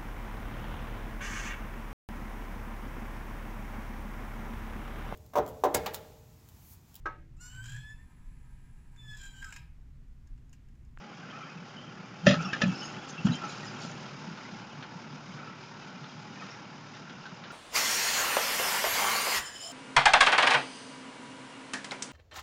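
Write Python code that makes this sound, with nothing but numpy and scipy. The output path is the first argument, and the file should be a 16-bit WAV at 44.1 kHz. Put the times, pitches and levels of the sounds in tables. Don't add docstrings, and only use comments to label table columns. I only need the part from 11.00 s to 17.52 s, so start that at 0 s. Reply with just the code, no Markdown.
import sys
import numpy as np
from scipy import signal
from scipy.fft import rfft, irfft
from scipy.io import wavfile
from scipy.ndimage import uniform_filter1d, map_coordinates

SR = 44100
rng = np.random.default_rng(int(sys.argv[2]) if len(sys.argv) > 2 else 0)


def unload_wav(signal):
    wavfile.write(
        sys.argv[1],
        SR,
        np.round(np.clip(np.atleast_2d(signal).T, -1, 1) * 32767).astype(np.int16),
    )


N = 287532
T = np.arange(N) / SR

FIRING_HZ = 37.45
FIRING_CYCLES = FIRING_HZ * T + .32
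FIRING_BEAT = np.cos(2 * np.pi * FIRING_CYCLES)
SURGE_HALF_S = 0.11

# time in seconds, then drone, clatter, hay and tone in relative dB.
MACHINE_LEVELS = [(0, -57.5, -50.5, -65, -64), (1.2, -55.5, -50, -62.5, -63),
                  (2.8, -52.5, -47, -58.5, -56.5), (3.9, -55.5, -50.5, -61, -58.5),
                  (5.7, -57, -50.5, -61, -60), (6.5, -57.5, -49.5, -61.5, -62)]
# multiple of the firing rate, level in dB.
EXHAUST_HARMONICS = [(3, -9.5), (4, -1.5), (5, -11.5), (6, -20), (7, -14.5), (8, -29), (10, -9.5),
                     (13, -15), (16, -15.5)]
# crest in seconds, peak in dB, pitch in Hz, half length in seconds.
EXHAUST_CHUGS = [(0.205, -45.5, 172.6, 0.075), (.568, -38, 176, 0.012), (.622, -41.5, 179, 0.012),
                 (.88, -46, 172, .04), (1.0, -39, 181, 0.011), (1.135, -39.5, 180, 0.011),
                 (2.87, -40.5, 170, 0.044), (3.145, -39.5, 146, .03), (3.286, -33.5, 186, 0.01),
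                 (3.316, -35, 180, 0.0057), (3.535, -37, 193, 0.013), (3.79, -41, 143, 0.016),
                 (3.965, -37.5, 173, 0.014), (4.145, -43.5, 150, 0.023), (4.295, -39, 185, 0.017),
                 (4.35, -43, 143, 0.017), (4.515, -40, 195, 0.0087), (4.955, -39, 182, 0.012),
                 (5.03, -42.5, 148, 0.018), (5.185, -40, 164, 0.0083), (5.455, -42.5, 192, 0.018),
                 (6.329, -37, 177, 0.0062), (6.432, -42, 184, 0.0081)]
# frequency in Hz, spectral density in relative dB.
DRONE_SPECTRUM = [(25, -20), (80, -23.5), (98, -18), (115, -3), (160, -3.5), (200, 0), (250, -3),
                  (320, -9.5), (450, -24.5), (800, -36.5)]
CLATTER_SPECTRUM = [(150, -1.5), (400, -0.5), (700, -0.5), (860, 1.5), (1100, 1.5), (1220, -1.5),
                    (1350, 4.5), (1620, -2), (1870, -6), (2430, -4), (2620, -7), (3000, -6), (3500, -17),
                    (4400, -17.5), (6500, -30)]
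HAY_SPECTRUM = [(1500, -14), (3400, 0), (3780, 4), (4000, -3.5), (4200, 3), (4400, -6.5), (4700, 3),
                (5080, 5), (5400, 1), (5750, 0), (6100, -2), (6600, -3.5), (7100, -10), (7600, -5.5)]
SCRAPE_SPECTRUM = [(70, -25.5), (120, 8.5), (190, 7.5), (330, 4), (560, -3), (830, 3.5), (1050, -7),
                   (1350, 5), (1800, -8), (2200, -20.5), (2650, -1), (3500, -16.5), (5000, -12.5)]
CRACKLE_SPECTRUM = [(2000, -3), (3500, 4), (5000, 2), (6000, -3.5), (6700, -3), (7500, -3.5)]
HOLLOW_SPECTRUM = [(60, -31.5), (90, -17), (135, 0), (190, -2.5), (250, -1.5), (380, -19)]
CRACK_SPECTRUM = [(70, -36), (120, 10.5), (330, -2), (600, -1.5), (950, -12), (1300, -1), (1520, -11),
                  (1800, -1), (2280, -7), (2650, -3), (2950, -6), (3400, -4), (4150, -8.5), (4400, -6.5),
                  (5000, -7.5), (5500, -9.5), (6800, -15.5), (7600, -21)]
CLACK_SPECTRUM = [(700, -20), (1500, 12), (2400, -2), (3300, 4.5), (4200, 0), (6000, -15)]
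# centre in Hz, width in Hz, depth from 0 to 1.
NOTCHES = [(960, 160, 0.55), (2100, 1000, 0.12), (3990, 620, 0.33)]
# start in seconds, level in dB, pitch in Hz, length in seconds,
# glide as a share of the pitch per length.
CLINK_EVENTS = [(0.227, -49, 1590, 0.02, -0.01), (.3, -53, 3110, 0.021, -.03),
                (0.493, -52, 2540, .04, -0.025), (0.765, -52.5, 3040, 0.085, .02),
                (1.338, -28.5, 1277, 0.021, 0.017), (1.342, -32.5, 1705, 0.013, -0.023),
                (1.399, -36, 1317, 0.012, -0.0032), (1.454, -36, 1237, 0.012, 0),
                (1.447, -46, 5480, 0.039, -0.013), (1.45, -44, 2790, 0.022, 0),
                (1.476, -39.5, 2630, 0.05, -0.0018), (1.53, -33, 1812, 0.02, -0.047),
                (1.637, -26, 2540, 0.0098, -0.025), (1.697, -49, 2604, .05, .02),
                (1.748, -45, 5130, .022, .02), (1.777, -47, 5280, 0.12, -0.031),
                (1.817, -40.5, 2980, 0.027, -0.0034), (1.828, -49.5, 6460, 0.059, 0.016),
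                (2.091, -51, 6360, 0.035, 0), (2.177, -42, 2700, 0.025, 0),
                (2.317, -40.5, 3950, 0.024, -0.0023), (2.33, -40, 3056, 0.039, 0.029),
                (2.417, -34.5, 1347, 0.013, 0), (2.435, -34, 1340, 0.03, -0.034),
                (2.436, -42, 830, 0.04, 0.0067), (2.445, -53, 6100, 0.022, 0),
                (2.482, -50, 6730, 0.022, .02), (2.492, -45, 4060, 0.024, 0),
                (2.625, -46, 1876, 0.04, 0.0022), (2.668, -45.5, 5020, 0.026, -0.0091),
                (4.361, -52, 1298, 0.066, 0), (4.473, -48, 1336, 0.041, -0.018),
                (5.418, -44, 1290, 0.023, 0), (5.501, -54, 5540, 0.044, 0.0025),
                (6.253, -44.5, 1570, 0.02, -0.028), (6.504, -39, 1390, 0.021, 0)]
# crest in seconds, surge in dB, chafing level in dB, chafing pitch in Hz.
PLUNGER_STROKES = [(.385, 1.5, -47.5, 1300), (1.42, -2, -45.5, 1350), (2.455, 1.5, -48, 1300),
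                   (3.47, 0.5, -64, 1450), (4.42, 1, -54.5, 1366), (5.46, 2.5, -62, 1340)]
# time in seconds, level in dB.
DRAG_LEVELS = [(1.23, -57), (1.26, -39), (1.55, -44.5), (1.7, -43.5), (1.8, -45.5), (2.22, -51),
               (2.275, -37), (2.4, -47.5), (2.85, -49), (3.05, -58)]
# crest in seconds, crackle in relative dB, half length in seconds.
FINGER_SLIDES = [(1.43, -43.5, 0.016), (1.685, -51, 0.017), (1.857, -52, 0.15), (2.098, -43.5, 0.013),
                 (2.263, -48, 0.023), (2.35, -46, 0.027), (2.525, -48.5, 0.061), (2.682, -51.5, 0.11),
                 (2.831, -45.5, 0.032), (2.895, -49, 0.054), (3.08, -54, 0.09)]
# crest in seconds, peak in dB, pitch in Hz, half length in seconds.
CASING_BUMPS = [(1.248, -28, 170, 0.011), (1.28, -9, 187, 0.008), (1.311, -21, 190.6, 0.032),
                (1.395, -26.5, 164.8, 0.03), (1.465, -32.5, 187, 0.021), (1.64, -16, 195, 0.0056),
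                (1.679, -21, 187.5, 0.026), (2.205, -34.5, 166, 0.015), (2.256, -12, 180.5, 0.0065),
                (2.293, -24, 168, 0.01), (2.322, -27.5, 179, 0.015)]
# frequency in Hz, level in dB, time to fall 60 dB in seconds.
CASING_MODES = [(582, -3, 0.17), (608, -6.5, 0.18), (632, -5, 0.026), (1350, -13.5, 0.16), (1782, -4, 0.11),
                (1834, 3.5, 0.037), (1956, -12, 0.077), (2552, -13.5, 0.081), (2790, -5.5, 0.038),
                (3200, -6, 0.049), (3460, -26, .08), (3770, -28, 0.088), (4180, -29, 0.24),
                (5020, -20, 0.05), (5850, -14.5, 0.062), (6870, -17, 0.032)]
# start in seconds, ring in dB, extra gain below 1 kHz in dB, pitch ratio,
# crack in dB, rattle in dB, rattle length in seconds.
CASING_KNOCKS = [(1.2671, -12, 3, 0.99, -19.5, -22.5, 0.046), (1.279, -32, -8, 1.04, -31, -27, 0.035),
                 (1.309, -38, -1, 1, -28, -29, 0.041), (1.5306, -22, -22, 0.91, -33, -40.5, 0.055),
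                 (1.6173, -17.5, -13.5, .97, -24.5, -32, 0.032)]
# start in seconds, level in dB.
LINKAGE_CLACKS = [(3.373, -47), (3.825, -43), (5.041, -45.5), (5.95, -48), (6.096, -45.5), (6.256, -47),
                  (6.438, -43)]


def undb(db):
    return 10 ** (np.asarray(db) / 20)


def unit(x):
    return x / np.sqrt(np.mean(x ** 2))


def curve(rows, column):
    rows = np.array(rows)
    return np.interp(T, rows[:, 0], rows[:, column])


def colour(x, points):
    hz, db = np.transpose(points)
    f = np.maximum(np.fft.rfftfreq(len(x), 1 / SR), 1)
    skirts = np.minimum(1, np.minimum(f / hz[0], hz[-1] / f)) ** 2
    gain = skirts * undb(np.interp(np.log(f), np.log(hz), db))
    return unit(irfft(rfft(x) * gain, len(x)))


def narrow(x, hz):
    peak = [(hz / 1.25, -35), (hz / 1.05, -6), (hz, 0), (hz * 1.05, -6), (hz * 1.25, -35), (hz * 2, -70)]
    return colour(x, peak)


def low_pass(x, hz):
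    return signal.sosfilt(signal.ellip(8, .2, 70, hz, fs=SR, output="sos"), x)


def walk(rate):
    hold = int(SR / rate)
    steps = np.repeat(rng.standard_normal(N // hold + 1), hold)
    return unit(uniform_filter1d(uniform_filter1d(steps, hold), hold)[:N])


def grains(spread_db):
    return rng.standard_normal(N) * undb(spread_db * np.repeat(rng.standard_normal(N // 32 + 1), 32)[:N])


def swell(at, half_s):
    return np.exp(-np.minimum(((T - at) / half_s) ** 2, 50))


def push(at, hz, half_s):
    return swell(at, half_s) * np.sin(2 * np.pi * hz * (T - at))


def add(out, at, sound):
    i = int(at * SR)
    out[i:i + len(sound)] += sound[:N - i]


def pings(count, lo_hz, hi_hz, ring_s, span=(0, T[-1])):
    out, t = np.zeros(N), T[:SR // 8]
    start, end = span
    for when, pitch, size, hold in rng.random((count, 4)):
        ring = np.sin(2 * np.pi * (lo_hz + (hi_hz - lo_hz) * pitch) * t)
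        envelope = (1 - np.exp(-t / 0.0007)) * np.exp(-t / (ring_s * (0.35 + hold)))
        add(out, start + when * (end - start), undb(31 * size) * ring * envelope)
    return unit(out) * np.sqrt((end - start) / T[-1])


def surge_db():
    return sum(db * swell(at, SURGE_HALF_S) for at, db, _, _ in PLUNGER_STROKES)


def exhaust():
    harmonics = np.zeros(N)
    for k, db in EXHAUST_HARMONICS:
        gain = undb(db + 1.2 * walk(4.1))
        cycles = k * (FIRING_CYCLES + 0.019 * walk(4)) + rng.random()
        harmonics += gain * np.sin(2 * np.pi * cycles)
    rumble = colour(rng.standard_normal(N), DRONE_SPECTRUM) * undb(1.3 * walk(30) - FIRING_BEAT)
    drone = undb(1) * unit(harmonics) + undb(5) * rumble
    chugs = sum(undb(db) * push(at, hz, half_s) for at, db, hz, half_s in EXHAUST_CHUGS)
    return drone * undb(curve(MACHINE_LEVELS, column=1)) + chugs


def diesel_clatter():
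    rattle = colour(grains(spread_db=0.5), CLATTER_SPECTRUM) * undb(1.43 * FIRING_BEAT + 0.55 * walk(30))
    return rattle * undb(curve(MACHINE_LEVELS, column=2) + surge_db() + 0.5)


def pick_up():
    tines = pings(count=1500, lo_hz=734, hi_hz=3329, ring_s=.012)
    tines *= undb(curve(MACHINE_LEVELS, column=2) - 10.5)
    hay = colour(grains(spread_db=1.5), HAY_SPECTRUM) * undb(1.4 * FIRING_BEAT + 1.14 * walk(30))
    hay *= undb(curve(MACHINE_LEVELS, column=3) + 4)
    return (tines + hay) * undb(surge_db())


def clatter_resonance(centre_hz=855, wander_share=.025):
    lag = np.cumsum(wander_share * walk(5))
    steady = narrow(rng.standard_normal(N), centre_hz)
    tone = map_coordinates(steady, [np.arange(N) + lag], order=1, mode="mirror")
    return tone * undb(curve(MACHINE_LEVELS, column=4) + 2.4 * walk(7))


def hollow(x, fill_span_s=(1.5, 3)):
    f = np.fft.rfftfreq(N, 1 / SR)
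    dips = sum(depth * np.exp(-(2 * (f - hz) / width) ** 2) for hz, width, depth in NOTCHES)
    return x - irfft(rfft(x) * dips, N) * np.interp(T, fill_span_s, (1, 0))


def clinks(blur_share=0.027, roughness_per_hz=0.00034):
    out, t = np.zeros(N), T[:SR // 4]
    for at, db, hz, length, glide in CLINK_EVENTS:
        chafe, real, imag = rng.standard_normal((3, len(t)))
        blur = signal.butter(2, blur_share * hz, fs=SR, output="sos")
        flutter = (unit(signal.sosfilt(blur, real)) + 1j * unit(signal.sosfilt(blur, imag))) / np.sqrt(2)
        roughness = roughness_per_hz * hz
        waver = (1 + roughness * flutter) / np.hypot(1, roughness)
        ring = 1.42 * np.imag(waver * np.exp(2j * np.pi * hz * t * (1 + glide * t / length / 2)))
        scrape = undb(-7) * colour(chafe, SCRAPE_SPECTRUM)
        envelope = (1 - np.exp(-t / 0.0015)) * np.exp(-(t / length) ** 2)
        add(out, at, undb(db) * envelope * (ring + scrape))
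    return out


def plunger(chafe_half_s=0.074, jingle_db=-55):
    chafe = rng.standard_normal(N)
    upper_ring = undb(-8.5) * narrow(chafe, hz=2500)
    squeal = sum(undb(db) * swell(at, chafe_half_s) * (narrow(chafe, hz) + upper_ring)
                 for at, _, db, hz in PLUNGER_STROKES)
    squeal *= undb(2 * walk(25))
    shake = sum(undb(jingle_db + db) * swell(at, SURGE_HALF_S) for at, db, _, _ in PLUNGER_STROKES)
    return squeal + shake * pings(count=1100, lo_hz=896, hi_hz=2540, ring_s=0.0077)


def rubbing(creep_db=-21):
    start, end = DRAG_LEVELS[0][0], DRAG_LEVELS[-1][0]
    squeaks = pings(count=700, lo_hz=1122, hi_hz=3442, ring_s=0.0092, span=(start, end))
    slips = pings(count=1800, lo_hz=4290, hi_hz=7800, ring_s=0.0058, span=(start, end))
    scrape = colour(grains(spread_db=5), SCRAPE_SPECTRUM) * undb(0.5 + 2 * walk(50.13))
    crackle = undb(-7) * slips + undb(-7.5) * colour(grains(spread_db=3.5), CRACKLE_SPECTRUM)
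    drag = undb(curve(DRAG_LEVELS, column=1)) * (T > start) * (T < end)
    slides = sum(undb(db) * swell(at, half_s) for at, db, half_s in FINGER_SLIDES)
    return (scrape + undb(-8.5) * squeaks) * drag + crackle * (slides + undb(creep_db) * drag)


def bumps(sway_hz=44.8, shudder_hz=194.5, attack_s=0.0038, settle_s=0.063):
    out, t = np.zeros(N), T[:SR // 4]
    settle = (1 - np.exp(-t / attack_s)) * np.exp(-(t / settle_s) ** 2)
    for at, db, hz, half_s in CASING_BUMPS:
        sway = undb(-28.5) * push(at, sway_hz, half_s)
        out += undb(db) * (push(at, hz, half_s) + sway)
        shudder = np.sin(2 * np.pi * (shudder_hz * T + 0.29 * walk(170))) * undb(4.1 * walk(118))
        add(out, at, undb(db - 14) * settle * colour(shudder[:len(t)], HOLLOW_SPECTRUM))
    return out


def knocks():
    out, t = np.zeros(N), T[:SR // 3]
    for at, ring_db, low_db, ratio, crack_db, rattle_db, rattle_s in CASING_KNOCKS:
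        ring = sum(undb(db + low_db * (hz < 1000) - 60 * t / t60) * np.sin(2 * np.pi * hz * ratio * t)
                   for hz, db, t60 in CASING_MODES)
        add(out, at, undb(ring_db) * ring * (1 - np.exp(-t / 0.0031)))
        add(out, at, undb(rattle_db) * chatter(t) * np.exp(-(t / rattle_s) ** 2))
        crack = colour(rng.standard_normal(len(t)), CRACK_SPECTRUM) * np.exp(-np.abs(t - .0075) / 0.0044)
        add(out, at - .005, undb(crack_db) * crack)
    return out


def chatter(t, contacts_per_s=1500, t60_s=0.019):
    n = len(t)
    contacts = rng.random(n) < contacts_per_s / SR
    fade = undb(-60 * t / t60_s)
    rings = sum(signal.fftconvolve(contacts * rng.standard_normal(n), fade * np.sin(2 * np.pi * hz * t))
                for hz, _, _ in CASING_MODES)
    ticks = undb(-14) * unit(contacts * rng.standard_normal(n))
    return colour(unit(rings[:n]) + ticks, CRACK_SPECTRUM)


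def clacks(t60_s=0.13):
    out, t = np.zeros(N), T[:SR // 6]
    for at, db in LINKAGE_CLACKS:
        add(out, at, undb(db - 60 * t / t60_s) * colour(rng.standard_normal(len(t)), CLACK_SPECTRUM))
    return out


def scene():
    distant = hollow(exhaust() + diesel_clatter() + pick_up() + clatter_resonance())
    return (distant + plunger() + clacks() + knocks() + bumps() + rubbing() + clinks())[None]


def record(dry, band_hz=7150, sampling_hz=16000, top_hz=9300):
    sound = np.tanh(dry)
    mirror = undb(-14) * low_pass(sound, hz=7600) * np.cos(2 * np.pi * sampling_hz * T)
    return low_pass(low_pass(sound, band_hz) + mirror, top_hz)


dry = scene()
out = record(dry)
unload_wav(out)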